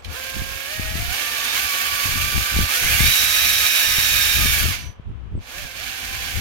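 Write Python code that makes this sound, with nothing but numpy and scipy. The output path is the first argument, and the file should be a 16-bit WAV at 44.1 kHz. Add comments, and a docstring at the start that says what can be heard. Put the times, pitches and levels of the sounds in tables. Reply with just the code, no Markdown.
"""Motor and gearbox of a model crawler on a bench, a hand's width from a hand-held phone with two microphone ports.
Gear teeth whine and rattle in the plastic housing: tones at the mesh rate, and noise bunched by mesh and shaft.
The throttle rises mostly in steps, drops to a stop and starts again; the speed controller sings faintly under power
and whistles as it brakes. Close at the ports lie low rumble and soft bumps; steady room noise lies behind."""
import sys
import numpy as np
from scipy import signal
from scipy.fft import rfft, irfft
from scipy.io import wavfile
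from scipy.ndimage import uniform_filter1d

SR = 44100
rng = np.random.default_rng(int(sys.argv[2]) if len(sys.argv) > 2 else 0)


def dump_mix(stems):
    """Bounce the given channels to the path in sys.argv[1] as a 16-bit WAV at rate SR."""
    frames = np.atleast_2d(stems).T  # one column per channel
    limited = np.clip(frames, -1, 1)  # hard clip at full scale
    pcm = np.round(limited * 32767).astype(np.int16)
    wavfile.write(sys.argv[1], SR, pcm)


N = 282483
TIME = np.arange(N) / SR  # s
FREQ = np.maximum(np.fft.rfftfreq(N, 1 / SR), 1)  # Hz

# throttle moves; speed is the pinion's mesh rate: start t/s, ramp t/s, mesh rate reached f/Hz, drift afterwards [Hz/s]
THROTTLE = [(0.0, .17, 522, 55), (.66, .07, 620, 75.5), (.955, 0.063, 699, 92.5), (1.1, 0.093, 882, 69.5),
            (1.53, .075, 1180, 0), (1.65, 0.058, 1127, 59.5), (2.01, 0.065, 1174.5, -1.5),
            (2.695, .08, 1490, 499), (2.88, .205, 1915, -33), (4.37, .18, 1795, 0), (4.555, .42, 0, -1),
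            (5.385, .04, 320, -1), (5.43, .165, 602.5, 0), (5.61, .07, 523.5, 0), (5.755, .085, 772, 26)]
# load on the teeth, slack in the run-down, partly back in the restart's first push, dipping, then rising again:
# t/s, level/dB
LOAD = [(0, 0.5), (4.7, -0.5), (4.82, -7.5), (5.4, -5.5), (5.58, -1.6), (5.78, -3.2), (5.9, -2.5),
        (6.41, -1)]
# gear noise by speed, before load and trims:
# mesh rate f/Hz, rattle level/dB, then levels re rattle: treble level/dB, low body level/dB, rotor tones level/dB
RATTLE_BY_SPEED = [(0, -58.5, -26, 7.5, -11), (200, -48, -23, -1, -11), (406, -36.5, -10, -6, 1),
                   (537, -31.5, -10.3, -13, -13), (660, -29, -10, -16.5, -13.5),
                   (937, -23.5, -10, -15, -11), (1260, -23, -7.5, -17.5, -15),
                   (1600, -20.5, -5.5, -16, -11.5), (1990, -18.5, -4.5, -22, -10)]
# gear whine by speed, before load: mesh rate f/Hz, mesh tone level/dB, its octave level/dB, its twelfth level/dB
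WHINE_BY_SPEED = [(300, -41, -57, -54), (533, -46, -49, -41), (626, -42, -52, -42), (750, -42, -43.5, -49),
                  (880, -50, -40, -47), (1030, -35.5, -43, -47), (1095, -36.5, -35.5, -51.5),
                  (1518, -33, -50, -47.5), (1740, -42, -37, -45), (1889, -42, -26, -29.5)]
# rotor and gear run-out tones: multiple of the shaft rate [1], relative level/dB
SHAFT_ORDERS = [(4, -20.5), (5, -16.5), (7, -16.5), (8, -21.5), (10, -14.5), (12, -27.5), (13, -22),
                (14, -20), (16, -20.5), (18, -24.5), (19, -16), (20, -14.5), (27, -25.5), (40, -17),
                (60, -11)]
# resonances of housing and chassis: f/Hz, width f/Hz, relative level to left port/dB, to right port/dB
HOUSING_MODES = [(246, 49, -11.5, -8), (355, 69, -11.5, -13.5), (540, 280, -16, -10.5),
                 (574, 42, -28.5, -14.5), (749, 123, -16, -1.5), (840, 210, -11.5, -17.5),
                 (1187, 360, -7.5, -1), (1530, 400, -10.5, -3), (1639, 310, -6, 9), (1757, 150, 1, -2.5),
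                 (2100, 560, 0.7, -2.5), (2360, 250, -14, 8), (2644, 320, 3, 4.5), (3044, 410, -2.5, 4),
                 (3430, 780, -8.5, -7.4), (3765, 1320, -8.5, 3), (4700, 700, -4.5, -8.5),
                 (5690, 2450, -6.5, -1.15), (6820, 850, -5.5, -4), (9150, 2400, -6, -4),
                 (11290, 1350, -5.5, 2), (12820, 2300, 0.5, -5), (15321, 1400, -12.5, -4)]
# rough gliding whines: two rising in the climb to top speed, one nearly level before throttle-off,
# one falling in the run-down: t/s, length t/s, from f/Hz, to f/Hz, level/dB
SWEEPS = [(2.848, .125, 2064, 2860, -24), (2.979, .11, 1986, 2444, -26), (4.421, 0.172, 2310, 2235, -32.5),
          (4.621, .135, 2950, 2003, -33.5)]
# ticks of the backlash as the gears start and stop: t/s, level/dB, centre f/Hz
TICKS = [(.046, -31.5, 3300), (4.849, -53, 9500), (4.91, -58, 11000)]
# spells of buffeting at the ports, before the rumble trim: t/s, length t/s, left level/dB, right level/dB
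BUFFETS = [(0.072, 0.057, -29.5, -47), (0.367, 0.059, -31, -26), (0.446, 0.12, -44, -36),
           (0.796, .19, -26.5, -43), (0.99, 0.054, -22.5, -31.5), (1.08, 0.033, -44, -25.5),
           (1.636, 0.027, -37, -42), (1.92, 0.017, -36, -52), (2.073, 0.2, -26, -50.5),
           (2.35, 0.065, -23.5, -32.5), (2.559, 0.069, -18, -21), (2.85, 0.12, -24, -35.5),
           (3.007, 0.078, -18, -48), (3.21, .11, -38.5, -32), (3.38, .25, -32.5, -40),
           (3.88, .45, -31, -52), (4.35, 0.27, -22.5, -54.5), (4.617, 0.095, -21.5, -35.5),
           (4.72, 0.18, -32, -41), (5.076, 0.025, -31.5, -29), (5.124, 0.16, -30.5, -48.5),
           (5.32, 0.066, -29.5, -27.5), (5.57, .09, -40, -35.5), (5.76, 0.14, -48, -40),
           (6.03, .3, -36.5, -43.5), (6.368, 0.025, -19, -52)]
# soft bumps on the phone: t/s, level before damping/dB, pitch f/Hz, left minus right level/dB
BUMPS = [(0.419, -14.5, 133.7, 9), (0.796, -16.5, 152.8, 21.5), (.955, -16, 110, 17.5),
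         (2.057, -23, 117, 25.5), (2.363, -20, 132, 20), (2.378, -17.5, 89.5, 30), (2.565, -16, 111, 26),
         (2.589, -8.5, 144, 20), (3.006, -17.5, 119, 36.5), (3.984, -23, 100, 34), (4.458, -23, 118, 33),
         (4.656, -16, 111, 23), (4.997, -23.5, 112, 15), (5.352, -16.5, 110.3, 20), (5.377, -19, 120, 20)]
# spectrum of the rumble: f/Hz, relative density level/dB
RUMBLE_COLOUR = [(15, -12.5), (30, -6.5), (60, 5), (90, -1), (140, -11.5), (220, -18), (400, -28),
                 (900, -73)]
# spectrum of the room noise: f/Hz, relative density level/dB
ROOM_COLOUR = [(180, -32), (300, -21.5), (455, -7.5), (603, -11.5), (900, -12.5), (1060, -10.5),
               (1810, -17.5), (3190, -18), (4440, -34), (16000, -64)]

TEETH = 15  # on the pinion
THROTTLE_OFF_S, THROTTLE_ON_S = 4.58, 5.38
WHINE_PER_LOAD, TREBLE_PER_LOAD = 2.1, 1.2  # dB of whine, and extra dB of treble, for each dB of load
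SURGE_DB, SURGE_HZ_PER_S = 2.5, 2900  # most gain from speeding up; the acceleration scale on which it levels off
BUFFET_EDGE_S = 0.022  # time constant of a spell's swell and fade
CALM_LEFT_DB, CALM_RIGHT_DB = -48.5, -48  # rumble between spells, before the rumble trim
ROOM_DB = -53.5


def undb(db):
    """Decibels to gain."""
    return 10 ** (np.asarray(db) / 20)


def unit(x):
    """Scale to rms 1, both ports together."""
    return x / np.sqrt(np.mean(x ** 2))


def curves(table, at=TIME):
    """Each column of a table, joined by straight lines and read at given times or speeds."""
    x, *columns = np.transpose(table)
    return [np.interp(at, x, c) for c in columns]


def shaped(x, gain):
    """Filter by a gain at each frequency."""
    return irfft(rfft(x) * gain, N)


def noise(points):
    """Unrelated left and right noise with a given spectrum."""
    hz, db = np.transpose(points)
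    gain = undb(np.interp(np.log(FREQ), np.log(hz), db))
    return unit(shaped(rng.standard_normal((2, N)), gain))


def walk(rate):
    """Smooth random wander with a spread near 1; straight lines join `rate` fresh values a second."""
    knots = rng.standard_normal(8192)
    return 1.2 * np.interp(TIME * rate, np.arange(len(knots)), knots)


def speed():
    """Mesh rate: each throttle move ramps it to a new value, from which it drifts until the next."""
    mesh_hz = np.zeros(N)
    for start, ramp, hz, drift in THROTTLE:
        before = np.interp(start, TIME, mesh_hz)
        move = np.interp(TIME, [start, start + ramp], [before, hz])
        move += drift * np.maximum(TIME - start - ramp, 0)
        mesh_hz = np.where(TIME >= start, move, mesh_hz)
    return np.maximum(uniform_filter1d(mesh_hz, size=900), 0)


def housing():
    """Gain from the gears to each port: the resonances add in power."""
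    power = 0
    for hz, width, left_db, right_db in HOUSING_MODES:
        bell = 1 / (1 + ((FREQ ** 2 - hz ** 2) / (FREQ * width)) ** 2)
        power = power + (undb([[left_db], [right_db]]) * bell) ** 2
    return np.sqrt(power)


def ringing(x):
    """Spectrum of the ticks after countless small modes of the plastic have prolonged them for a moment."""
    t60, wet = .06, .55  # s, share of the tail
    tail = rng.standard_normal((2, N)) * undb(-60 * np.minimum(TIME / t60, 3))
    return rfft(x) * (1 + wet * rfft(unit(tail)) / np.sqrt(N))


def rattle(turns, body, treble_db, low_db, scatter_db=1.74, bite=0.45, wobble_db=-0.5, flicker_db=0.78, shared=0.21):
    """Teeth knock across their backlash: dense ticks, bunched at each mesh and each shaft turn."""
    hardness = np.minimum(rng.exponential(size=N), 3)
    struck = rng.random(N) < .5
    ticks = rng.uniform(-1.03, 1, (2, N)) * struck * undb(scatter_db * hardness)
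    # the right port hears the left one's ticks 10 samples later
    ticks = ticks + shared * np.array([np.zeros(N), np.roll(ticks[0], 10)])
    mesh = np.exp(bite * np.cos(2 * np.pi * TEETH * turns))
    flicker = undb(wobble_db * np.cos(2 * np.pi * turns) + flicker_db * walk(60))
    ring = ringing(ticks / ticks.std(axis=1, keepdims=True) * mesh * flicker) * body
    # the balance of three bands follows speed and load
    low_gain = 1 / (1 + (FREQ / 1050) ** 6)
    high_gain = 1 / (1 + (7500 / FREQ) ** 4)
    middle = unit(irfft(ring * (1 - low_gain - high_gain), N))
    low = undb(low_db - 1.3) * unit(irfft(ring * low_gain, N))
    high = undb(treble_db + 2.0) * unit(irfft(ring * high_gain, N))
    return middle + low + high


def rotor(turns, body, flutter_db=4.5, smear=0.84):
    """Magnet pull and slightly eccentric gears shake the housing at multiples of the shaft rate."""
    shake = 0
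    for order, db in SHAFT_ORDERS:
        phase = 2 * np.pi * order * turns + smear * walk(35)
        shake = shake + undb(db + flutter_db * walk(14)) * np.sin(phase)
    lag = np.exp(-2j * np.pi * FREQ * np.array([[0], [.00012]]))  # s; the right port is further away
    return unit(shaped(shake, body * lag))


def whine(turns, mesh_hz, body, flutter_db=2.5, sway_db=1.47, bead_db=1.2, reduction=6.5):
    """The mesh tone and two overtones, rougher with speed; an off-centre pinion adds sidebands."""
    smear, runout = .17, .26  # radians at top speed
    port_phases = (2.0, .9, 1.0)  # radians by which each tone lags at the right port
    balance = body / np.sqrt(np.mean(body ** 2, axis=0))
    pace = mesh_hz / mesh_hz.max()
    wander = smear * walk(170) + runout * np.sin(2 * np.pi * turns)
    phase = 2 * np.pi * TEETH * turns + pace * wander
    # the octave throbs about once a turn of the slower spur gear, more at low speed
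    throb = bead_db * np.sin(2 * np.pi * turns / reduction + 0.88 * walk(8.2)) * (2.5 - 2 * pace)
    out = np.zeros((2, N))
    for k, (db, lag) in enumerate(zip(curves(WHINE_BY_SPEED, mesh_hz), port_phases), 1):
        size = undb(db + flutter_db * np.sqrt(pace) * walk(130) + (k == 2) * throb)
        for port in range(2):
            tone = np.sqrt(2) * np.sin(k * phase - port * lag)
            port_gain = np.interp(k * mesh_hz, FREQ, balance[port])
            out[port] += size * undb(sway_db * walk(15)) * port_gain * tone
    return out


def drive(mesh_hz, hz=7981, db=-57, fade_db_per_hz=0.3, flutter_db=3.5):
    """Under power the controller's switching sings faintly in the windings, most when the shaft barely turns."""
    size = undb(db - fade_db_per_hz * mesh_hz + flutter_db * walk(7.8))
    return size * np.sin(2 * np.pi * hz * TIME)


def rumble(trim_db=1.0, flutter_db=2.0):
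    """Spells of low irregular buffeting at each port: evened noise that swells and fades."""
    churn = noise(RUMBLE_COLOUR)
    churn /= np.sqrt(uniform_filter1d(churn ** 2, size=1500))
    size = undb([[CALM_LEFT_DB], [CALM_RIGHT_DB]])
    for start, length, left_db, right_db in BUFFETS:
        outside = np.maximum(np.abs(TIME - start - length / 2) - length / 2, 0)
        spell = undb([[left_db], [right_db]]) * np.exp(-outside / BUFFET_EDGE_S)
        size = np.maximum(size, spell)
    return churn * size * undb(trim_db + flutter_db * np.array([walk(25), walk(25)]))


def room():
    """Steady noise of the room, unrelated at the two ports."""
    return undb(ROOM_DB) * noise(ROOM_COLOUR)


def take_up(body, start, db, hz, t60=0.098, width_hz=2200):
    """A tick as the teeth close their backlash: fading noise around one pitch, through the housing."""
    fade = (TIME >= start) * undb(-60 * np.abs(TIME - start) / t60)
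    bell = 1 / np.hypot(1, (FREQ ** 2 - hz ** 2) / (FREQ * width_hz))
    return undb(db) * fade * unit(shaped(rng.standard_normal((2, N)), body * bell))


def bump(start, db, hz, pan_db, cycles=0.28, onset=0.066):
    """A soft bump on the phone: a heavily damped low sine, rising and decaying within a cycle or so."""
    age = np.clip((TIME - start) * hz, 0, 20)  # in cycles, as are `cycles` and `onset`
    size = undb(db + np.array([[pan_db], [-pan_db]]) / 2)
    return size * np.sin(2 * np.pi * age) * np.tanh(age / onset) * np.exp(-age / cycles)


def sweep(start, length, from_hz, to_hz, db, flutter_db=2.5):
    """A rough whine that glides up or down as it swells and fades, stronger at the right port."""
    smear = .55  # radians
    progress = np.clip((TIME - start) / length, 0, 1)
    hz = from_hz + (to_hz - from_hz) * progress
    tone = np.sin(2 * np.pi * np.cumsum(hz) / SR + smear * walk(170))
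    swell = 2 * np.sqrt(progress * (1 - progress))
    return swell * undb(db + flutter_db * walk(110) + np.array([[-3], [5]])) * tone


def brake(start=4.78, end=4.895, hz=998, db=-45, buzz_db=-54, t60=0.16):
    """The speed controller's pulsed braking current makes the windings buzz and whistle at its sixth harmonic."""
    gate = np.clip((TIME - start) / 0.014, 0, 1) * undb(-60 * np.maximum(TIME - end, 0) / t60)
    phase = 2 * np.pi * hz * TIME
    whistle, buzz = np.sin(6 * phase), np.sin(phase)
    return gate * undb([[-5], [3]]) * (undb(db) * whistle + undb(buzz_db) * buzz)


def scene():
    """Shaft speed and tooth load drive whine, rotor tones and rattle; the other sources keep their own times."""
    mesh_hz = speed()
    load_db, = curves(LOAD)
    # speeding up presses the teeth harder
    acceleration = np.maximum(np.gradient(mesh_hz) * SR, 0)
    surge_db = SURGE_DB * np.tanh(acceleration / SURGE_HZ_PER_S)
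    level_db, treble_db, low_db, rotor_db = curves(RATTLE_BY_SPEED, mesh_hz)
    level_db = level_db + load_db + surge_db
    treble_db = treble_db + TREBLE_PER_LOAD * load_db
    turns = np.cumsum(mesh_hz * (1 + 0.0025 * walk(25))) / TEETH / SR  # of the shaft
    turning = np.clip((mesh_hz - 400) / 110, 0, 1)  # the tones die as the shaft stalls
    throttle_open = (TIME < THROTTLE_OFF_S) | (TIME > THROTTLE_ON_S)
    powered = uniform_filter1d(1. * throttle_open, size=2000)
    body = housing()
    gears = undb(level_db - 1.0) * rattle(turns, body, treble_db, low_db)
    rotor_tones = powered * undb(level_db + rotor_db) * rotor(turns, body)
    whine_tones = undb(WHINE_PER_LOAD * load_db + surge_db / 2) * whine(turns, mesh_hz, body)
    tones = turning * (rotor_tones + whine_tones)
    controller = powered * drive(mesh_hz) + brake()
    ticks = sum(take_up(body, *row) for row in TICKS)
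    bumps = sum(bump(*row) for row in BUMPS)
    sweeps = sum(sweep(*row) for row in SWEEPS)
    return gears + tones + controller + rumble() + room() + ticks + bumps + sweeps


def record(dry):
    """The phone rounds the highest peaks and cuts the top above 16 kHz."""
    ceiling = .95  # of full scale
    rounded = dry / (1 + (dry / ceiling) ** 4) ** .25
    top_cut = signal.ellip(10, .1, 60, 16000, fs=SR, output="sos")
    return signal.sosfiltfilt(top_cut, rounded)


dry = scene()
out = record(dry)
dump_mix(out)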